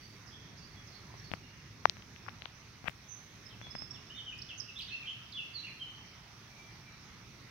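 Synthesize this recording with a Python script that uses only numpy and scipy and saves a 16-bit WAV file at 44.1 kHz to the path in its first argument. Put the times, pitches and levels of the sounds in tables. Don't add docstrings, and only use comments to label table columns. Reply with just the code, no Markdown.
import sys
import numpy as np
from scipy import signal
from scipy.fft import rfft, irfft, next_fast_len
from scipy.io import wavfile
from scipy.ndimage import uniform_filter1d, map_coordinates

SR = 44100
rng = np.random.default_rng(int(sys.argv[2]) if len(sys.argv) > 2 else 0)


def pcm_store(signal):
    levels = np.round(np.clip(np.atleast_2d(signal), -1, 1) * 32767)
    wavfile.write(sys.argv[1], SR, levels.astype(np.int16).T)


N = 330750


def amp(db):
    return 10 ** (np.asarray(db) / 20)


def unit(x):
    return x / np.sqrt(np.mean(x ** 2) + 1e-20)


def along(points, hz):
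    f, values = np.transpose(points)
    return np.interp(np.log(hz + 1), np.log(f + 1), values)


def wobble(rate):
    return map_coordinates(rng.standard_normal(int(N * rate / SR) + 4), [np.arange(N) * rate / SR])


def filtered(x, response):
    size = x.shape[-1]
    padded = next_fast_len(size + 8192)
    return irfft(rfft(x, padded) * response(np.fft.rfftfreq(padded, 1 / SR)), padded)[..., :size]


def add(track, s, sound):
    part = track[..., max(round(s * SR), 0):][..., :sound.shape[-1]]
    part += sound[..., :part.shape[-1]]


# frequency in Hz, how alike left and right are there (1 is the same).
STEREO_LIKENESS = [(60, 0.82), (130, 0.99), (290, 0.82), (640, 0.72), (1410, 0.37), (3100, 0.24),
                   (6820, 0.13), (15000, 0.01)]
def rush(spectrum, patchy_db):
    bands = signal.stft(rng.standard_normal((2, N)), nperseg=512)[2]
    patches = uniform_filter1d(rng.standard_normal(bands.shape[1:]), size=6, axis=0)
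    patches = uniform_filter1d(patches, size=16, axis=1)
    pair = signal.istft(bands * amp(patchy_db * unit(patches)), nperseg=512)[1][:, :N]
    width = lambda hz: np.arccos(np.clip(along(STEREO_LIKENESS, hz), -1, 1)) / 2
    colour = lambda hz: amp(along(spectrum, hz)) * [np.cos(width(hz)), np.sin(width(hz))]
    mid, side = filtered(pair, colour)
    return unit(np.array([mid + side, mid - side]))


# frequency in Hz, relative strength in dB.
RUMBLE_TONE = [(13, -43), (22, -24), (38, -11), (75, -3), (91, -6), (106, 1), (265, -11), (425, -15.5),
               (461, -19.5), (600, -22.5), (780, -62), (1320, -120)]
BREEZE_TONE = [(200, -36), (450, -18), (650, -3), (900, -1.5), (1250, 1), (1600, -1), (2100, 2), (2700, -4),
               (4000, -50)]
LEAF_TONE = [(1200, -33), (2400, 2.5), (3200, 5), (4300, 5), (5000, 4.5), (5900, 8.5), (6500, -1.5),
             (7600, 11), (16000, -38)]
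# time in seconds, rumble level in dB, breeze level in dB.
BACKGROUND_LEVELS = [(0.0, -58.5, -63.5), (0.5, -56.5, -63), (0.79, -58.5, -61.5), (1.21, -56, -60),
                     (1.5, -58.5, -63), (2.15, -56.5, -62), (2.48, -60.5, -61), (2.96, -60, -64.5),
                     (3.7, -57.5, -61), (5.35, -61, -62.5), (5.6, -59, -62.5), (6.25, -60, -61),
                     (7.06, -58, -61.5), (7.5, -58.5, -61)]
def traffic_and_breeze(boost_db=2):
    times, *columns = np.transpose(BACKGROUND_LEVELS)
    rumble_db, breeze_db = [np.interp(np.arange(N) / SR, times, column) for column in columns]
    rumble = amp(boost_db + rumble_db + 0.41 * wobble(8.8)) * rush(RUMBLE_TONE, patchy_db=1.0)
    drone_db = -66.5 + 1.2 * wobble(3.25)
    drone_hz = 107 + wobble(3.7)
    drone = amp(drone_db) * np.sin(2 * np.pi * np.cumsum(drone_hz) / SR)
    breeze = amp(boost_db + breeze_db + 0.34 * wobble(5.8)) * rush(BREEZE_TONE, patchy_db=1.5)
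    leaves = amp(-57.5 + 0.18 * (breeze_db - np.median(breeze_db))) * rush(LEAF_TONE, patchy_db=2.0)
    return rumble + drone + breeze + leaves


# loudest moment in seconds, time to swell or fade in seconds, level in dB.
LEAF_PUFFS = [(2.892, 0.025, -63), (4.381, .003, -59), (4.793, 0.003, -59), (4.815, 0.029, -64.5)]
def rustles():
    t = np.arange(N) / SR
    swell = sum(amp(db) * np.exp(-np.abs(t - s) / fade) for s, fade, db in LEAF_PUFFS)
    grains = rng.standard_normal((2, N)) * amp(4.7 * wobble(700))
    return amp([[-4], [2]]) * swell * unit(filtered(grains, lambda f: f / (f + 2000)))


# frequency in Hz, seconds the echo's tail takes to fade by 60 dB.
ECHO_FADES = [(500, 0.37), (3000, 1), (6500, 0.92)]
def tree_echo(note):
    hz, t, bands = signal.stft(rng.standard_normal((2, SR // 2)), SR, nperseg=256)
    swell = 1 - np.exp(-t / 0.0051)
    early = 2 * np.exp(-t / 0.018)
    late = amp(-60 * t / along(ECHO_FADES, hz)[:, None])
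    tail = signal.istft(bands * swell * (early + late), SR, nperseg=256)[1]
    return signal.fftconvolve(note[None], tail / np.linalg.norm(tail[0]), axes=1)


def progress(length):
    return np.linspace(0, 1, max(round(length * SR), 2))


def glide(length, start_hz, end_hz):
    return end_hz + (start_hz - end_hz) * (1 - progress(length)) ** 1.9


# pitch in Hz, level in dB.
FAR_WHISTLES = [(4630, -67), (3376, -64), (4720, -66), (4330, -66.5), (4530, -65.5)]
def far_bird(beat_s=0.302, flick_lead_s=0.044, quiver=2.18, whistle_echo_db=11.5, flick_echo_db=9.5):
    flick = glide(0.028, start_hz=6800, end_hz=4700)
    notes = []
    for beat, (hz, db) in enumerate(FAR_WHISTLES):
        notes.append((beat * beat_s, glide(0.058, hz, hz), db, quiver, whistle_echo_db))
        if beat:
            notes.append((beat * beat_s - flick_lead_s, flick, db + 3.5, quiver, flick_echo_db))
    return notes


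# start in seconds, length in seconds, first pitch in Hz, last pitch in Hz, level in dB.
SLIDING_NOTES = [(4.096, 0.036, 2650, 3170, -51.5), (4.167, 0.052, 3600, 2944, -46.5),
                 (4.254, 0.064, 3330, 2863, -45), (4.314, .028, 3036, 2360, -50),
                 (4.386, 0.011, 4460, 5570, -47.5), (4.415, 0.014, 3500, 5660, -43.5),
                 (4.484, 0.046, 3710, 2555, -46), (4.573, 0.038, 6400, 5980, -48),
                 (4.596, .016, 6280, 4950, -38), (4.674, 0.036, 2914, 2576, -52),
                 (4.75, 0.04, 3670, 3336, -48), (4.784, 0.028, 4500, 2594, -41),
                 (4.805, 0.034, 4250, 4700, -46.5), (4.882, 0.024, 4430, 2930, -44),
                 (4.897, 0.0707, 2483, 2720, -43.5), (4.911, 0.038, 3940, 4380, -50),
                 (5.012, 0.035, 2747, 2380, -50.5), (5.051, 0.073, 3205, 3037, -44),
                 (5.32, 0.017, 5840, 3370, -47), (5.355, 0.076, 3440, 2577, -44.5),
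                 (5.534, .079, 4850, 3983, -41), (5.652, .055, 2935, 2404, -51.5),
                 (5.793, 0.0582, 3337, 2980, -43)]
# start in seconds, length in seconds, pitch in Hz, level in dB.
HELD_NOTES = [(0.749, .08, 3345, -64), (1.418, 0.071, 2800, -65), (3.073, 0.11, 6120, -46.5),
              (3.614, .075, 3405, -51), (3.906, 0.018, 5560, -40), (4.142, 0.069, 3607, -48.5),
              (5.331, 0.058, 3420, -44), (5.627, 0.048, 2756, -47.5), (6.46, 0.19, 2342, -62.5),
              (6.854, .061, 2350, -64.5)]
# start in seconds, level in dB.
CHIRPS = [(3.455, -50), (3.702, -43.5), (3.751, -41), (3.782, -46), (3.81, -43.5)]
FALL_STARTS = [3.48, 3.92]
def near_bird(slide_quiver=1.16, steady_quiver=0.69, fall_quiver=3.56, fall_db=-59.5):
    foot_hz, top_hz = 4840, 5325
    arch = foot_hz + (top_hz - foot_hz) * np.sin(np.pi * progress(0.023))
    fall = glide(0.08, start_hz=4730, end_hz=2490)
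    notes = [(s, glide(length, first_hz, last_hz), db, slide_quiver)
             for s, length, first_hz, last_hz, db in SLIDING_NOTES]
    notes += [(s, glide(length, hz, hz), db, steady_quiver) for s, length, hz, db in HELD_NOTES]
    notes += [(s, arch, db, steady_quiver) for s, db in CHIRPS]
    notes += [(s, fall, fall_db, fall_quiver) for s in FALL_STARTS]
    echo_db = lambda pitch: 2.3 - 7.5 * np.log2(pitch.mean() / 3000)
    return [(s, pitch, db, quiver, echo_db(pitch)) for s, pitch, db, quiver in notes]


# middle in seconds, half-length in seconds, strength.
RASPY_MOMENTS = [(4.8, 0.034, 0.086), (5.103, 0.047, 0.03), (5.676, 0.031, 0.06)]
def birdsong():
    song = np.zeros((2, N))
    t = np.arange(N) / SR
    rasp = sum(strength * np.exp(-((t - s) / half) ** 2) for s, half, strength in RASPY_MOMENTS)
    shake = 0.008 * wobble(130) + (0.011 + rasp) * wobble(450)
    flutter_db = 2.5 * wobble(130)
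    for s, pitch, db, quiver, echo_db in far_bird() + near_bird():
        through = np.linspace(0, 1, len(pitch))
        now = (round(s * SR) + np.arange(len(pitch))) % N
        swell = np.abs(np.sin(np.pi * through)) * amp(db + flutter_db[now])
        shaky_hz = pitch * (1 + quiver * shake[now])
        note = np.sqrt(2) * swell * np.sin(2 * np.pi * np.cumsum(shaky_hz) / SR)
        add(song, s, note * amp([[-1.2], [0]]))
        add(song, s, amp(echo_db) * tree_echo(note))
    return song


def resonance(f, hz, q):
    return 1j * f * hz / q / (hz * hz - f * f + 1j * f * hz / q)


def ping(response):
    sound = filtered(signal.unit_impulse(2048, 16), response)
    return sound / np.abs(sound).max()


def creak_slips(start_s=2.856, end_s=2.8795, slips_per_s=780):
    count = max(round((end_s - start_s) * slips_per_s), 2)
    through = np.linspace(0, 1, count)
    late, louder, higher = rng.standard_normal((count, 3)).T
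    growth = through ** 3
    starts = start_s + (end_s - start_s) * through + 0.24 * late / slips_per_s
    db = np.interp(growth, [0, 1], [-36.5, -19.5]) + 1.5 * louder
    hz = np.interp(growth, [0, 1], [1100, 2370]) * np.exp(0.063 * higher)
    pressure = np.interp(growth, [0, 1], [0.8, 0])
    return list(zip(starts, db, hz, pressure))


# start in seconds, level in dB, ringing pitch in Hz, pressure from 0 (light) to 1 (firm).
CASE_CRACKS = [(1.1407, -38.5, 680, 0.1), (1.3158, -20.5, 2280, 0.84), (1.3372, -15, 1340, 0.72),
               (1.8552, -1, 936, 0.14), (1.8554, -17.5, 4160, 0.06), (1.8970, -9, 4380, 0.16),
               (1.9687, -34, 1400, 0.66), (2.0227, -34, 2660, 0.15), (2.162, -34, 2460, 0),
               (2.264, -34, 1380, 0), (2.2826, -26, 1160, 0), (2.2862, -23, 1190, .3),
               (2.293, -31, 2800, 0.5), (2.4209, -23.5, 2720, 0.48), (2.456, -22.5, 3055, 0),
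               (2.4576, -28, 955, 0.3), (2.8427, -32.5, 990, 1), (2.8821, -12, 1470, 0.5),
               (2.8954, -26, 1900, .7), (3.6145, -29.5, 1400, 0.7), (3.6687, -33.5, 1290, 0.88),
               (3.7523, -24.5, 1020, .85), (3.8216, -29.5, 1400, 0.9)]
def cracks_and_creak(knock_db=-6.5, edge_db=-33, right_db=-30):
    light_q, firm_q = 1.35, 0.15
    light_thud_db, firm_thud_db = -31.5, -1
    left = np.zeros(N)
    thud = ping(lambda f: resonance(f, hz=145, q=0.87) / (1 + 1j * f / 600))
    knock = ping(lambda f: resonance(f, hz=664, q=1.62) / (1 + 1j * f / 1500))
    for s, db, hz, pressure in CASE_CRACKS + creak_slips():
        q = light_q * (firm_q / light_q) ** pressure
        thud_db = light_thud_db + (firm_thud_db - light_thud_db) * pressure
        cutoff_hz = np.hypot(2360, 1.16 * hz)
        contact = lambda f: 1 / np.sqrt(1 + (f / cutoff_hz) ** 16) + amp(edge_db)
        snap = ping(lambda f: resonance(f, hz, q) ** 2 * contact(f))
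        add(left, s, amp(db) * (snap + amp(thud_db) * thud + pressure * amp(knock_db) * knock))
    return np.array([left, amp(right_db) * left])


# frequency in
# Hz, change in dB.
OUTDOOR_TREBLE = [(6200, 0), (6600, 2), (7200, -38), (16000, -58)]
# frequency in Hz, left minus right in dB.
BALANCE = [(60, -0.5), (200, -2), (400, -1), (1300, -3.5), (2400, 1), (3200, -2), (4400, -7.5),
           (6000, -26.5), (9000, -50), (15000, 5)]
def scene():
    shade = lambda f: np.sqrt(2 / (1 + amp(along(BALANCE, f) * np.array([[-1], [1]])) ** 2))
    lag = lambda f: np.exp(-2j * np.pi * f * np.array([[45e-6], [0]]))
    outdoor_tone = lambda f: amp(along(OUTDOOR_TREBLE, f)) * shade(f) * lag(f)
    distant = filtered(traffic_and_breeze() + birdsong(), outdoor_tone)
    return distant + rustles() + cracks_and_creak()


def record(dry):
    hiss = amp([[-72.3], [-70.5]]) * amp(1.3 * wobble(2.44)) * rng.standard_normal((2, N))
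    return filtered(dry + hiss, lambda f: f < 15850)


dry = scene()
out = record(dry)
pcm_store(out)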